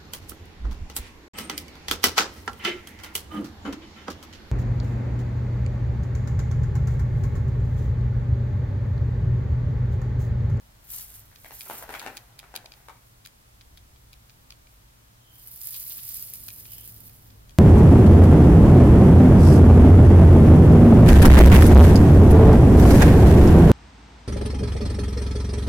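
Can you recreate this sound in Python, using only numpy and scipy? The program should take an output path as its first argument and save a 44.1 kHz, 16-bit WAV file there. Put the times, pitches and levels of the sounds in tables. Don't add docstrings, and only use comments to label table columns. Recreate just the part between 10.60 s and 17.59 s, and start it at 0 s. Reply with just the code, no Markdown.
import sys
import numpy as np
from scipy import signal
from scipy.fft import rfft, irfft
from scipy.io import wavfile

SR = 44100
rng = np.random.default_rng(int(sys.argv[2]) if len(sys.argv) > 2 else 0)


def wav_record(signal):
    frames = np.transpose(np.atleast_2d(signal))
    bounded = np.clip(frames, -1, 1)
    quanta = np.round(bounded * 32767).astype(np.int16)
    wavfile.write(sys.argv[1], SR, quanta)


N = 308120
TIME = np.arange(N) / SR


def amp(db):
    return 10 ** (np.asarray(db) / 20)


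def evened(x):
    return x / np.sqrt(np.mean(x ** 2) + 1e-20)


def read(points, hz):
    pitch, value = np.transpose(points)
    return np.interp(np.log(hz + 1), np.log(pitch + 1), value)


def bins(x):
    return np.fft.rfftfreq(x.shape[-1], 1 / SR)


def add(mix, s, sound):
    part = mix[:, max(round(s * SR), 0):][:, :sound.shape[1]]
    part += sound[:, :part.shape[1]]


def panned(db):
    return amp(np.outer([.5, -.5], db))


def coloured(pair, gain, likeness, lag_ms=0):
    hz = bins(pair)
    same = np.clip(read(likeness, hz), -1, 1)
    mid, side = rfft(pair) * gain * np.sqrt([1 + same, 1 - same])
    delay = np.exp(-2j * np.pi * hz * lag_ms / 1000)
    return irfft([(mid + side) * delay, mid - side], pair.shape[1])


def band(hz, centre_hz, width_hz):
    return 1 / (1 + (2 * (hz - centre_hz) / width_hz) ** 2)


def swell(s, rise, hold, fall, db):
    away = np.maximum(s - TIME, 0) / rise + np.maximum(TIME - s - hold, 0) / fall
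    return amp(db - 20 * np.minimum(away ** 1.43, 10))


def waver(depth_db, rate_hz):
    slow = irfft(rfft(rng.standard_normal(N)) / (1 + (bins(TIME) / rate_hz) ** 4), N)
    return amp(depth_db * evened(slow))


def burst(t, decay, tail_db, tail_decay):
    age = np.maximum(t, 0)
    fade = np.exp(-age / decay) + amp(tail_db) * np.exp(-age / tail_decay)
    return rng.standard_normal((2, len(t))) * (t >= 0) * fade


def grains(per_s, spread_db, decay, smooth):
    slips = rng.random(N) < per_s / SR
    sizes = amp(spread_db * np.minimum(rng.exponential(1, N), 4))
    power = signal.lfilter([1], [1, -np.exp(-2 / (decay * SR))], slips * sizes ** 2)
    return rng.standard_normal((2, N)) * np.sqrt(power / power.mean() + smooth)


# (pitch [Hz], likeness [-1 to 1])
ROOM_LIKENESS = [(60, 0.99), (130, 0.97), (300, 0.074), (800, -0.43), (1600, -0.44), (3000, -0.15),
                 (6000, -0.24), (14000, 0.18)]
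# (pitch [Hz], level [dB])
AIR_COLOUR = [(12, -20), (20, -11.5), (53, -2.5), (67, -6.5), (81, -34), (120, 1.5), (154, -12.5),
              (328, -20), (399, -24), (897, -20.5), (2750, -27.5), (3160, -27), (10800, -30.5),
              (13200, -30), (16000, -33.5)]
def room_air():
    noise = rng.standard_normal((2, N))
    hz = bins(noise)
    colour = evened(amp(read(AIR_COLOUR, hz)))
    level_db = read([(150, -63), (500, -58)], hz)
    return coloured(noise, colour * amp(level_db), ROOM_LIKENESS)


# (pitch [Hz], width [Hz], level [dB])
HUM_TONES = [(54.8, 13, -70), (112.9, 11, -70), (13600, 98, -81)]
def hum():
    noise = rng.standard_normal((2, N))
    tones = sum(amp(db) * evened(band(bins(noise), pitch, width)) for pitch, width, db in HUM_TONES)
    return coloured(noise, tones, ROOM_LIKENESS)


# (pitch [Hz], level [dB])
RUMBLE_COLOUR = [(30, -26), (70, -19), (85, -3.5), (104, 7.5), (128, -5), (170, -6.5), (240, -10.5),
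                 (400, -15.5), (900, -22.5), (2500, -41)]
# (time [s], rise [s], hold [s], fall [s], rumble level [dB], throb level [dB])
RUMBLE_SWELLS = [(0.25, 0.76, .6, .5, -64.5, -61), (3.143, 0.39, 0.14, 0.44, -63, -54),
                 (3.9, .6, 0.085, 0.23, -63.5, -59.5), (6.178, 1.6, .25, 0.39, -55, -60.5),
                 (6.692, 0.58, 0.077, 2.6, -55, -54.5)]
def low_rumble(rumble_floor_db=-66, throb_floor_db=-63.5):
    rumble, throb = rng.standard_normal((2, 2, N))
    hz = bins(rumble)
    rumble = evened(coloured(rumble, amp(read(RUMBLE_COLOUR, hz)), ROOM_LIKENESS))
    throb = evened(coloured(throb, band(hz, centre_hz=51.7, width_hz=36), ROOM_LIKENESS))
    rumble_gain = np.linalg.norm([swell(*shape, db) for *shape, db, _ in RUMBLE_SWELLS], axis=0)
    throb_gain = np.linalg.norm([swell(*shape, db) for *shape, _, db in RUMBLE_SWELLS], axis=0)
    rumble *= np.hypot(amp(rumble_floor_db), rumble_gain)
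    throb *= np.hypot(amp(throb_floor_db), throb_gain)
    return (rumble + throb) * waver(depth_db=0.36, rate_hz=3.4)


def stroke_gain(strokes):
    return np.sqrt(sum((swell(*shape) * panned(pan_db)) ** 2 for *shape, pan_db in strokes))


TURN_S = 3
# (pitch [Hz], level [dB])
EARLY_CLOTH_COLOUR = [(500, -45), (1100, -16), (2000, -17), (4000, -12), (6000, -9), (8000, -6),
                      (10000, -3.5), (12000, -1.5), (14500, 0.5), (16000, -10)]
LATE_CLOTH_COLOUR = [(500, -39), (1200, -23.5), (2200, -16.5), (3300, -15), (4000, -12.5), (5000, -7.5),
                     (6200, -10.5), (7200, -9.5), (8000, -7.5), (9300, -3.5), (10500, -2.5), (12800, 1.5),
                     (15000, 3.5), (16000, -7)]
# (pitch [Hz], likeness [-1 to 1])
CLOTH_LIKENESS = [(1000, 0.033), (3000, 0.18), (5000, 0.8), (7200, 0.49), (10000, 0.5), (15000, 0.27)]
# (pitch [Hz], slips [per s], spread of sizes [dB])
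FIBRES = [(5000, 700, 1.8), (10500, 300, 2.8), (14500, 260, 3.0)]
# (time [s], rise [s], hold [s], fall [s], level [dB], left over right [dB])
CLOTH_STROKES = [(0.345, 0.093, 0.019, 0.17, -38, 2), (0.508, 0.073, 0.013, 0.2, -47, -0.5),
                 (1.037, 0.29, .12, 0.21, -43, -1.5), (1.327, .04, .02, 0.37, -51, -2),
                 (2.136, .06, .02, 0.38, -64, -4), (2.452, .06, .01, .15, -65, -2),
                 (3.68, .2, .17, .2, -70, 0), (4.12, 0.064, .01, 0.13, -65, -1),
                 (4.762, 0.047, 0.11, 0.22, -54.5, -2), (5.094, 0.29, 0.53, 0.38, -37, -2),
                 (6.09, 0.8, 0.085, 0.58, -44, -2.5)]
def cloth_slide(start_s, end_s, colour, lag_ms):
    strokes = [row for row in CLOTH_STROKES if start_s <= row[0] < end_s]
    hz, spectrum = bins(TIME), 0
    pitches = [row[0] for row in FIBRES]
    for this_kind, (_, per_s, spread_db) in zip(np.eye(len(FIBRES)), FIBRES):
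        slips = grains(per_s, spread_db, decay=.0014, smooth=.6)
        share = np.interp(hz, pitches, this_kind)
        spectrum = spectrum + rfft(slips) * np.sqrt(share)
    hiss = evened(coloured(irfft(spectrum, N), amp(read(colour, hz)), CLOTH_LIKENESS, lag_ms))
    return hiss * stroke_gain(strokes) * waver(depth_db=1.63, rate_hz=19)


# (time [s], level [dB], left over right [dB])
LOUD_SNAGS = [(0.302, -24, 1), (0.3338, -26, 4), (0.4088, -25, -7), (4.8726, -25.5, 0), (4.9593, -27, -4.0),
              (5.014, -22, -7), (5.0219, -26, -1), (5.0707, -16, -6), (5.0854, -22, -1), (5.1607, -22, -3),
              (5.1647, -23, -3.5), (5.296, -25, -2), (5.5944, -23, -2.5), (5.7354, -18.5, -3),
              (5.881, -21.5, -4), (6.2752, -25.5, -2), (6.4029, -30, -4)]
def snags(gain_db=14, delay_s=0.0013, lag_ms=0.075, small_per_s=9, small_boost_db=14):
    out, t = np.zeros((2, N)), np.arange(-128, 1920) / SR
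    colour = amp(read(LATE_CLOTH_COLOUR, bins(t)) + read([(5000, -2), (9000, 0)], bins(t)))
    sliding = stroke_gain(CLOTH_STROKES)
    snaps = [(s, amp(db) * panned(pan_db)) for s, db, pan_db in LOUD_SNAGS]
    chance, scatter_db = rng.random(N), rng.standard_normal(N)
    for i in np.flatnonzero(chance < small_per_s / SR):
        snaps.append((TIME[i], sliding[:, [i]] * amp(small_boost_db - scatter_db[i])))
    for s, gain in snaps:
        snap = burst(t, decay=.0006, tail_db=-11, tail_decay=.011)
        snap = coloured(snap, colour, CLOTH_LIKENESS, lag_ms * np.sign(s - TURN_S))
        add(out, s + delay_s + t[0], amp(gain_db) * gain * snap / np.linalg.norm(snap))
    return out


# (pitch [Hz], level [dB])
BEDDING_COLOUR = [(120, -25), (220, -12), (350, -9.5), (500, -5), (650, -1.5), (950, -2), (1170, -6.5),
                  (1450, -5.5), (1900, -6.5), (2400, -9.5), (3000, -14), (6000, -20), (9000, -23),
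                  (14000, -33)]
# (pitch [Hz], likeness [-1 to 1])
DISTANT_LIKENESS = [(200, 1), (700, 0.93), (1600, 0.29), (3000, 0.25), (6000, 0.18)]
# (time [s], rise [s], hold [s], fall [s], level [dB])
SCUFFS = [(0.35, .7, 0.16, 0.47, -68), (1.128, 0.13, 0.1, 0.16, -51.5), (1.322, 0.05, 0.084, 0.23, -49.5),
          (1.85, 0.49, 0.29, 0.38, -64.5)]
def scuffs(echo_db=-2, pan_db=2):
    slips = grains(per_s=300, spread_db=2.5, decay=.002, smooth=.3)
    rustle = evened(coloured(slips, amp(read(BEDDING_COLOUR, bins(slips))), DISTANT_LIKENESS))
    rustle *= sum(swell(*row) for row in SCUFFS)
    return (rustle + amp(echo_db) * room_echo(rustle)) * panned(pan_db)


# (pitch [Hz], time to fade by 60 dB [s])
ECHO_TIMES = [(250, 0.44), (700, 0.23), (1800, 0.33), (8000, 0.16)]
def room_echo(x):
    t = np.arange(SR // 2) / SR
    reflections = rng.standard_normal((2, len(t))) * (t > .0085) * (1 + 5.9 * np.exp(-t / 0.0058))
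    hz, age, spectrum = signal.stft(reflections, SR, nperseg=256)
    fade = np.exp(-np.log(1000) * age / read(ECHO_TIMES, hz)[:, None])
    tail = signal.istft(spectrum * fade, SR, nperseg=256)[1]
    tail = coloured(tail, 1, DISTANT_LIKENESS)
    return signal.fftconvolve(x[:1], tail / np.linalg.norm(tail[0]), axes=1)[:, :N]


# (time [s], level [dB], hollow pitch [Hz], brightness [dB])
PATS = [(0.714, -44.5, 1740, 15), (0.844, -32.5, 2000, 13), (0.906, -31.5, 980, 14), (1.061, -37, 816, -9),
        (1.097, -21, 556, -9), (1.223, -28, 703, -5), (1.29, -23.5, 680, -17), (1.338, -22, 2270, 18),
        (1.414, -25.5, 1580, 7), (1.436, -30, 734, -11), (1.461, -19.5, 940, -1), (1.828, -37.5, 910, -8),
        (1.939, -27.5, 724, -6), (2.042, -38.5, 630, -19), (2.283, -29, 1010, -10)]
def pats(gain_db=14, pan_db=3, delay_s=.0025, lag_ms=-0.088, brush_db=1):
    spots = np.zeros((4, 2, N))
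    t = np.arange(-256, 3840) / SR
    hz = bins(t)
    treble_share = read([(1000, 0.24), (3000, 0.55)], hz)
    push = np.outer([1, 0], t == 0)
    for k, (s, db, pitch_hz, bright_db) in enumerate(PATS):
        brush = burst(t, decay=.0018, tail_db=-15, tail_decay=.012)
        touch = push + amp(brush_db) * brush / np.linalg.norm(brush)
        hollow_db = 4 * band(hz, pitch_hz, .5 * pitch_hz)
        colour = amp(read(BEDDING_COLOUR, hz) + bright_db * treble_share + hollow_db)
        pat = coloured(touch, colour, DISTANT_LIKENESS, lag_ms)
        add(spots[k % len(spots)], s + delay_s + t[0], amp(db + gain_db) * pat / np.linalg.norm(pat))
    return sum(spot + room_echo(spot) for spot in spots) * panned(pan_db)


# (pitch [Hz], width [Hz], level [dB])
CASE_NOTES = [(1320, 1100, -3.5), (2430, 203, 3.5), (3300, 290, 1.5), (3760, 390, 1.5), (4860, 460, 1.5),
              (5410, 190, -1.5), (6570, 1060, -6.5), (7930, 190, -9), (11200, 600, -11.5)]
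# (pitch [Hz], likeness [-1 to 1])
CASE_LIKENESS = [(1000, -0.075), (2500, 0.39), (4200, 0.078), (7000, -0.39), (11000, 0.57), (15000, 0.16)]
# (time [s], level [dB], brightness [dB], wait until it springs back [s])
CASE_TICKS = [(0.757, -37, -19, 0.0018), (1.0065, -23, 4, 0.0083), (1.15, -37.5, -18, .003),
              (1.3938, -23.5, -2, .006), (1.5684, -22, 0.5, 0.0062), (1.7894, -26, 1.5, 0.0072),
              (1.9524, -25.5, -1, 0.02), (1.9596, -16.5, 4.5, 0.0019), (2.0572, -31, -12, 0.0022),
              (2.1183, -32, -12, 0.018), (2.6492, -33.5, -8, 0.0036), (2.6585, -27.5, 5.5, 0.012),
              (3.009, -37, -22, .005), (3.1721, -35.5, -1, 0.0055), (3.3587, -46.5, -26, 0.0071),
              (3.529, -34.5, -3, 0.0074), (3.6943, -39, -17, 0.0076), (3.904, -29, -4.5, .017),
              (4.0685, -45, -25, 0.0019), (5.1427, -29, 2, 0.0053), (5.8841, -26.5, -1, 0.018),
              (6.0523, -36, -6, 0.0022), (6.4935, -42.5, 0, 0.0026), (6.7017, -44.5, -22, 0.0039),
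              (6.8926, -38.5, -5, 0.013)]
def case_ticks(gain_db=14, echo_db=-15, treble_db=10, pan_db=1.5, delay_s=0.0017, rebound_db=-5):
    out, t = np.zeros((2, N)), np.arange(-256, 1792) / SR
    hz = bins(t)
    treble_share = read([(5500, 0.15), (10000, 0.85)], hz)
    ring = sum((-1) ** k * amp(db) / (1 + 2j * (hz - pitch) / width)
               for k, (pitch, width, db) in enumerate(CASE_NOTES))
    crack = 1j * amp(-13) * hz / (hz + 1500)
    case = (ring + crack) * amp(read([(900, -11), (2200, 0)], hz))
    slips = [(s, db, bright_db) for s, db, bright_db, _ in CASE_TICKS]
    rebounds = [(s + wait, db + rebound_db, bright_db) for s, db, bright_db, wait in CASE_TICKS]
    for s, db, bright_db in slips + rebounds:
        slip = burst(t, decay=.0007, tail_db=-15, tail_decay=.0035)
        creep = amp(-14) * rng.standard_normal(slip.shape) * np.exp(-abs(t) / 0.0033)
        colour = case * amp((treble_db + bright_db) * treble_share)
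        tick = coloured(slip + creep, colour, CASE_LIKENESS)
        add(out, s + delay_s + t[0], amp(db + gain_db) * tick / np.linalg.norm(tick))
    return out * panned(pan_db) + amp(echo_db) * room_echo(out)


# (time [s], length [s], pitch [Hz], width [Hz], level [dB])
CLOTH_RASPS = [(1.338, 0.06, 2280, 800, -53), (4.58, 0.3, 3130, 230, -64), (5.124, 0.062, 4130, 2800, -47),
               (5.295, 0.034, 4000, 3500, -46), (5.377, 0.029, 3560, 3000, -48),
               (6.025, 0.29, 3050, 650, -59)]
def rasps():
    out, t = np.zeros((2, N)), TIME[:SR // 2]
    for s, length, pitch, width, db in CLOTH_RASPS:
        noise = rng.standard_normal((2, len(t)))
        note = evened(coloured(noise, band(bins(noise), pitch, width), ROOM_LIKENESS))
        add(out, s, amp(db) * note * np.sin(np.pi * np.minimum(t / length, 1)))
    return out


def scene():
    cloth = cloth_slide(0, TURN_S, EARLY_CLOTH_COLOUR, lag_ms=-0.069)
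    cloth += cloth_slide(TURN_S, N / SR, LATE_CLOTH_COLOUR, lag_ms=0.072)
    touches = pats() + scuffs() + case_ticks() + rasps()
    background = room_air() + hum() + low_rumble()
    return cloth + snags() + touches + background


def record(dry):
    low_pass = signal.firwin(511, cutoff=16050, window=("kaiser", 9), fs=SR)
    return signal.oaconvolve(dry, low_pass[None], "same")


dry = scene()
out = record(dry)
wav_record(out)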